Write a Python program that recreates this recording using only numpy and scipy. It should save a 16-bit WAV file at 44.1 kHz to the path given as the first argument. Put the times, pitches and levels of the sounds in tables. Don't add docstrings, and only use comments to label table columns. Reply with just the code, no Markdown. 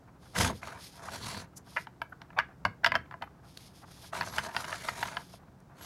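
import sys
import numpy as np
from scipy import signal
from scipy.fft import rfft, irfft, next_fast_len
from scipy.io import wavfile
from scipy.ndimage import map_coordinates

SR = 44100
rng = np.random.default_rng(int(sys.argv[2]) if len(sys.argv) > 2 else 0)


def file_out(sig):
    cols = np.atleast_2d(sig).T
    lim = np.clip(cols, -1, 1)
    pcm = np.round(lim * 32767).astype(np.int16)
    wavfile.write(sys.argv[1], SR, pcm)


N = 258337

# frequency in Hz, relative level in dB.
BENCH_SPECTRUM = [(25, -44.5), (60, -3.5), (97, 3), (135, -5), (180, -0.5), (240, -6), (330, -14.5),
                  (500, -11.5), (750, -52.5)]
# frequency in Hz, relative level in dB.
RUB_SPECTRUM = [(300, -30), (550, -13), (680, 4), (950, 0), (1500, -1), (2050, -12), (2500, -16),
                (8000, -52.5), (16000, -42.5)]


def amp(db):
    return 10 ** (np.asarray(db) / 20)


def unit(x):
    return x / np.sqrt(np.mean(x ** 2) + 1e-20)


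def fade(t, t60):
    return np.exp(-np.log(1000) * t / t60)


def along(points, hz):
    freqs, values = np.transpose(points)
    return np.interp(np.log(hz + 1), np.log(freqs + 1), values)


def wobble(rate):
    return map_coordinates(rng.standard_normal(int(N * rate / SR) + 4), [np.arange(N) * rate / SR])


def coloured(x, spectrum):
    size = next_fast_len(len(x) + 8192)
    gain = amp(along(spectrum, np.fft.rfftfreq(size, 1 / SR)))
    return unit(irfft(rfft(x, size) * gain, size)[:len(x)])


def noise(spectrum):
    return coloured(rng.standard_normal(N), spectrum)


def slips(spectrum, rate, spread_db, smooth):
    snaps = (rng.random(N) < rate / SR) * rng.choice([-1, 1], N)
    sizes = amp(spread_db * rng.uniform(-0.91, 1, N))
    return coloured(unit(snaps * sizes) + smooth * rng.standard_normal(N), spectrum)


def shifting(x, depth_db):
    bands = signal.stft(x, nperseg=512)[2]
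    smoothing = np.outer(np.hanning(9), np.hanning(27))
    drift = unit(signal.fftconvolve(rng.standard_normal(bands.shape), smoothing, "same"))
    return unit(signal.istft(bands * amp(depth_db * drift), nperseg=512)[1][:N])


def add(track, start_s, x):
    start = max(round(start_s * SR), 0)
    track[start:start + len(x)] += x[:N - start]


def swells(rows):
    t = np.arange(N) / SR
    return sum(amp(db) * np.exp(-((t - centre) / half) ** 2) for centre, db, half in rows)


def stroke(start, end, rise_s, fall_s):
    t = np.arange(N) / SR
    return np.clip(np.minimum((t - start) / rise_s, (end - t) / fall_s), 0, 1)


def room_tone():
    # frequency in Hz, relative level in dB.
    air_spectrum = [(15, -54.5), (25, -28), (64, -3), (127, -6.5), (185, -3), (212, -12.5), (249, -8),
                    (363, -13.5), (503, -17), (545, -17.5), (840, -19.5), (2910, -39), (5280, -39.5),
                    (10100, -45.5), (16000, -47.5)]
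    # frequency in Hz, level in dB.
    hum_tones = [(96, -76.5), (132, -64), (176, -70.5)]
    t = np.arange(N) / SR
    drone = sum(amp(db) * unit(np.sin(2 * np.pi * hz * t + 2.4 * wobble(15))) for hz, db in hum_tones)
    return amp(-57) * noise(air_spectrum) + drone


def hand(uneven_db=2, flutter_db=1):
    # start and end in seconds, level in dB.
    brushes = [(0.191, 0.382, -62.5), (0.516, 0.619, -54.5), (0.761, 1.02, -56.5), (1.641, 1.86, -57),
               (3.422, 3.6, -61.5), (3.543, 3.722, -57.5), (3.695, 3.868, -61.5), (3.85, 4.12, -55.5),
               (5.14, 5.393, -58)]
    # centre in seconds, level in dB, half length in seconds.
    skids = [(1.575, -47, 0.01), (3.575, -46.5, .002), (5.604, -66, 0.002)]
    # frequency in Hz, relative level in dB.
    skin_spectrum = [(1290, -6), (2200, -0.5), (2780, -1), (3470, 4), (3840, 2), (5170, 5), (5960, -1.5),
                     (6470, 0.5), (7580, -8.5), (9020, -2), (10800, -3), (12900, -7), (16000, -32.5)]
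    fingertip_spectrum = [(1500, -28), (3500, -21), (6000, -3), (7500, -9), (10500, -7), (13000, -16),
                          (16000, -37.5)]
    sweep = sum(amp(db) * stroke(start, end, rise_s=0.067, fall_s=0.053) for start, end, db in brushes)
    pressure = amp(uneven_db * wobble(14) + flutter_db * wobble(70))
    brush = sweep * pressure * slips(skin_spectrum, rate=3400, spread_db=10, smooth=0.87)
    skid = swells(skids) * noise(fingertip_spectrum)
    fidget = amp(-70.5 + 6 * wobble(60)) * noise(RUB_SPECTRUM)
    return brush + skid + fidget


def slide_gains(shell_power=0.66, grit_power=1.45, bench_lag_s=0.021):
    # start, end, speeding-up time and
    # slowing-down time in seconds, then relative levels of shell, grit and rumble in dB.
    slides = [ (0.334, 0.543, 0.054, 0.14, -37, -31, -30), (0.611, 0.82, 0.019, 0.14, -48.5, -52.5, -50.5),
              (0.943, 1.465, 0.29, 0.11, -45.5, -43, -46.5), (4.117, 4.244, 0.035, .06, -40.5, -43, -47.5),
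              (4.187, 4.509, 0.074, 0.066, -44, -45.5, -50),
              (4.474, 5.244, 0.11, 0.17, -46.5, -47.5, -53.5),
              (5.747, 5.95, 0.077, .05, -50.5, -48.5, -52.5), ]
    shell, grit, rumble = np.zeros((3, N))
    for start, end, rise_s, fall_s, shell_db, grit_db, rumble_db in slides:
        speed = stroke(start, end, rise_s, fall_s)
        shell += amp(shell_db) * speed ** shell_power
        grit += amp(grit_db) * speed ** grit_power
        rumble += amp(rumble_db) * speed
    pole = np.exp(-1 / (bench_lag_s * SR))
    return shell, grit, signal.lfilter([1 - pole], [1, -pole], rumble)


def tray_scrape(judder_db=2.5, uneven_db=2.4):
    # frequency in Hz, relative level in dB.
    grit_spectrum = [(1410, -7.5), (2400, 2), (2520, -10.5), (2730, -2.5), (3430, -1), (3770, 0),
                     (4250, 0.5), (4710, -0.5), (5520, -2.5), (6520, -2), (7960, -8), (8960, -6.5),
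                     (10600, -6.5), (15100, -24), (16000, -27.5)]
    shell_spectrum = [(180, -37), (300, -11), (393, -4), (433, -9.5), (567, -4.5), (636, 4.5), (714, 2),
                      (809, -3), (944, 5), (1090, -1), (1260, -0.5), (1560, 0), (2040, -9.5), (2620, -10.5),
                      (3000, -23), (3900, -64), (6600, -120)]
    shell_gain, grit_gain, rumble_gain = slide_gains()
    judder = amp(judder_db * wobble(170) + uneven_db * wobble(22))
    grit = shifting(slips(grit_spectrum, rate=1800, spread_db=2, smooth=0.91), depth_db=2)
    shell = shifting(slips(shell_spectrum, rate=770, spread_db=7.5, smooth=0.94), depth_db=2.5)
    friction = amp(-1.5) * grit_gain * grit + amp(-1) * shell_gain * shell
    return judder * friction + amp(-0.5) * rumble_gain * noise(BENCH_SPECTRUM)


def clack(knock_db, edge_db, wall_hz, scatter_db=3.5, focus_db=3, lag_cycles=0.76, rise_cycles=0.72):
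    # frequency in Hz, relative level in dB, t60 in seconds.
    tray_modes = [(677, -3.5, 0.049), (759, -6.5, 0.023), (962, 7.5, 0.024), (1323, -3, 0.019),
                  (1411, -11, 0.02), (1547, 3, 0.015), (1674, -2, 0.022), (2015, -3.5, 0.022),
                  (2425, -10, 0.023), (2780, -14, 0.029), (2953, 6.5, 0.024), (3267, 16, 0.0038),
                  (4570, 2.5, 0.015), (5240, -3, 0.013), (6670, -21, 0.0054)]
    t = np.arange(SR // 12) / SR
    hz, db, t60 = np.transpose(tray_modes)[:, :, None]
    scatter, polarity, detune = rng.standard_normal((3, len(tray_modes), 1))
    near_wall_hz = np.exp(-(np.log(hz / wall_hz) / 0.14) ** 2)
    gain = np.sign(polarity) * amp(db + focus_db * near_wall_hz + scatter_db * scatter)
    pitch = hz * (1 + 0.045 * detune)
    age = np.maximum(t - lag_cycles / hz, 0)
    envelope = fade(age, t60) * (1 - np.exp(-age * hz / rise_cycles))
    modes = gain * envelope * np.sin(2 * np.pi * pitch * age)
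    part = np.digitize(hz[:, 0], [1100, 2950])
    floor, wall, rim = (unit(modes[part == k].sum(0)) for k in range(3))
    ring = amp(knock_db + 9) * floor + wall + amp(edge_db + 5.5) * rim
    # frequency in Hz, relative level in dB.
    crack_spectrum = [(300, -24.5), (1500, 7), (5000, 2.5), (7500, -11.5), (11000, -10), (13500, -15.5),
                      (16000, -15)]
    snap = (fade(t, 0.0038) + 0.65 * fade(t, 0.042)) * (1 - np.exp(-t / 0.00018))
    crack = unit(coloured(rng.standard_normal(len(t)), crack_spectrum) * snap)
    chatter = 0.099 * (rng.random(len(t)) < 900 / SR) * rng.standard_normal(len(t)) * fade(t, 0.059)
    chatter[0] = 1
    return unit(signal.fftconvolve(ring + amp(edge_db - 2) * crack, chatter)[:len(t)])


def case_strikes(trim_db=-23, rub_db=-21.5, flight_ratio=0.8, loss_db=7, dulling_db=2.5):
    # time in seconds, relative levels of blow, floor knock and hard
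    # edge in dB, favoured wall resonance in Hz, first flight and lead-in rub in seconds (0 for none).
    contacts = [ (0.361, -20, -19, -24, 1900, 0.0036, 0), (0.409, -13, -11.5, -18.5, 1910, 0.00048, 0.003),
                (0.446, -16.5, -10, -16.5, 1720, 0.016, 0), (0.497, -21.5, 11, -29, 1140, 0.0043, 0.035),
                (0.63, -26, -11.5, -35, 2040, .012, 0.01), (1.764, -19.5, -17, -32, 1960, 0.00018, 0.0059),
                (1.77, -14, -18.5, -26, 1620, .009, 0.0021), (1.87, -29, -5.5, -16, 1369, 0, 0),
                (2.017, -18, -11.5, -18, 1330, 0, 0.00069), (2.217, -33, -6, -9, 1380, 0.00092, 0.018),
                (2.303, -37, -11, -22, 1500, 0.00093, 0.0014), (2.388, -7.5, -20.5, -20, 1790, .009, 0.026),
                (2.651, -8, -7.5, -15.5, 1561, .003, 0.00096), (2.845, -6, -22.5, -16, 1460, 0.0012, 0.012),
                (2.862, -7.5, -11.5, -9.5, 1430, .007, .003), (2.919, -11.5, -13, -20.5, 1390, 0, 0.00013),
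                (2.941, -18.5, -3, -24, 1100, .004, 0), (2.953, -9, -14, -15.5, 1350, .006, 0.015),
                (3.111, -31, -10, -21, 1300, .013, 0.0028), (3.14, -27, -4.5, -28, 1399, 0, 0),
                (3.222, -22, -6.5, -12, 1250, .003, 0.011), (4.21, -15, -12.5, -13.5, 1062, .011, .005),
                (4.383, -12.5, -14, -10.5, 1509, .006, 0.016), (4.547, -24, -8, -29.5, 1310, .003, 0.0031),
                (4.565, -13.5, -11.5, -8, 1441, 0, 0.00027), (4.643, -24.5, -8, -10.5, 1419, .008, 0.013),
                (4.727, -19, -13.5, -16, 1572, .016, 0), (4.886, -14.5, -14.5, -14.5, 1520, .004, 0.025),
                (5.028, -14.5, -9.5, -12.5, 1580, .004, 0.0044),
                (5.169, -17.5, -11.5, -13.5, 1668, 0.00055, 0.0033), ]
    # centre in seconds, level in dB.
    scuffs = [(0.72, -43), (1.087, -41), (2.128, -44.5), (2.332, -47), (3.125, -42), (3.061, -49),
              (3.24, -40.5), (3.276, -48.5), (4.133, -33.5), (5.342, -45)]
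    clacks, thuds, rubs = np.zeros((3, N))
    t = np.arange(SR // 3) / SR
    thud_envelope = fade(t, 0.26) * (1 - np.exp(-t / 0.0013))
    for start, db, knock_db, edge_db, wall_hz, flight_s, rub_s in contacts:
        landing = start
        for bounce in range(3 if flight_s else 1):
            blow = clack(knock_db, edge_db - bounce * dulling_db, wall_hz)
            add(clacks, landing, amp(db + trim_db - bounce * loss_db) * blow)
            landing += flight_s * flight_ratio ** bounce
        add(thuds, start, amp(db + knock_db + trim_db) * thud_envelope)
        add(rubs, start - rub_s, amp(db + rub_db) * np.linspace(0, 1, round(rub_s * SR)))
    rubs += swells([(centre, db, 0.0046) for centre, db in scuffs])
    return clacks + thuds * noise(BENCH_SPECTRUM) + rubs * shifting(noise(RUB_SPECTRUM), depth_db=5.5)


def case_jiggle(ticks_per_s=22, against_shell_db=-8.5, spread_db=4.5):
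    track = np.zeros(N)
    shell_gain = slide_gains()[0]
    for position, size in rng.random((round(ticks_per_s * N / SR), 2)):
        drive = shell_gain[int(position * N)]
        if drive > 0:
            gain = drive * amp(against_shell_db + spread_db * (2 * size - 1))
            add(track, position * N / SR, gain * clack(knock_db=-9, edge_db=-15, wall_hz=1500))
    return track


def tray_rasp():
    # centre in seconds, level in dB, half length in seconds.
    rasps = [(1.13, -59, .025), (1.24, -45.5, 0.02), (1.31, -51, 0.058), (1.385, -48.5, 0.026),
             (3.574, -36, 0.0015)]
    # frequency in Hz, relative level in dB.
    edge_spectrum = [(2800, -17.5), (3750, -8.5), (4150, -3.5), (4600, -6), (5600, -33.5)]
    return swells(rasps) * slips(edge_spectrum, rate=800, spread_db=2.5, smooth=0.99)


def brass_ring(against_grit_db=-23, glint_db=5, loose_from_s=4.2):
    # frequency in Hz, relative level in dB, t60 in seconds.
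    mouth_modes = [(11340, 2, 0.091), (15200, -18, 0.064), (15520, -7, 0.082)]
    # start in seconds, relative level in dB.
    pings = [(2.018, -61.5), (2.095, -69), (3.24, -68), (4.215, -55.5), (4.386, -60.5), (4.565, -70),
             (5.03, -48.5)]
    t = np.arange(SR // 4) / SR
    ring = sum(amp(db) * fade(t, t60) * np.sin(2 * np.pi * hz * t) for hz, db, t60 in mouth_modes)
    loose = np.arange(N) / SR > loose_from_s
    grit_gain = slide_gains()[1]
    shaking = grit_gain * loose * amp(against_grit_db + glint_db * wobble(17))
    track = shaking * unit(signal.fftconvolve(rng.standard_normal(N), ring)[:N])
    for start, db in pings:
        add(track, start, amp(db) * ring)
    return track


def room_answer(x):
    # frequency in Hz, t60 in seconds.
    decay_times = [(150, 0.18), (600, 0.15), (2000, 0.25), (5000, 0.16), (12000, 0.1)]
    hz, t, bands = signal.stft(rng.standard_normal(SR // 2), SR, nperseg=256)
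    tail = signal.istft(bands * fade(t, along(decay_times, hz)[:, None]), SR, nperseg=256)[1]
    tail *= 1 - np.exp(-np.arange(len(tail)) / SR / 0.0017)
    return signal.fftconvolve(x, tail / np.linalg.norm(tail))[:N]


def scene():
    near = case_strikes() + case_jiggle() + brass_ring() + tray_scrape() + tray_rasp() + hand()
    return (near + amp(-17) * room_answer(near) + room_tone())[None]


def record(dry, top_hz=15850):
    size = next_fast_len(N + 8192)
    passband = np.fft.rfftfreq(size, 1 / SR) < top_hz
    return irfft(rfft(dry, size) * passband, size)[..., :N]


dry = scene()
out = record(dry)
file_out(out)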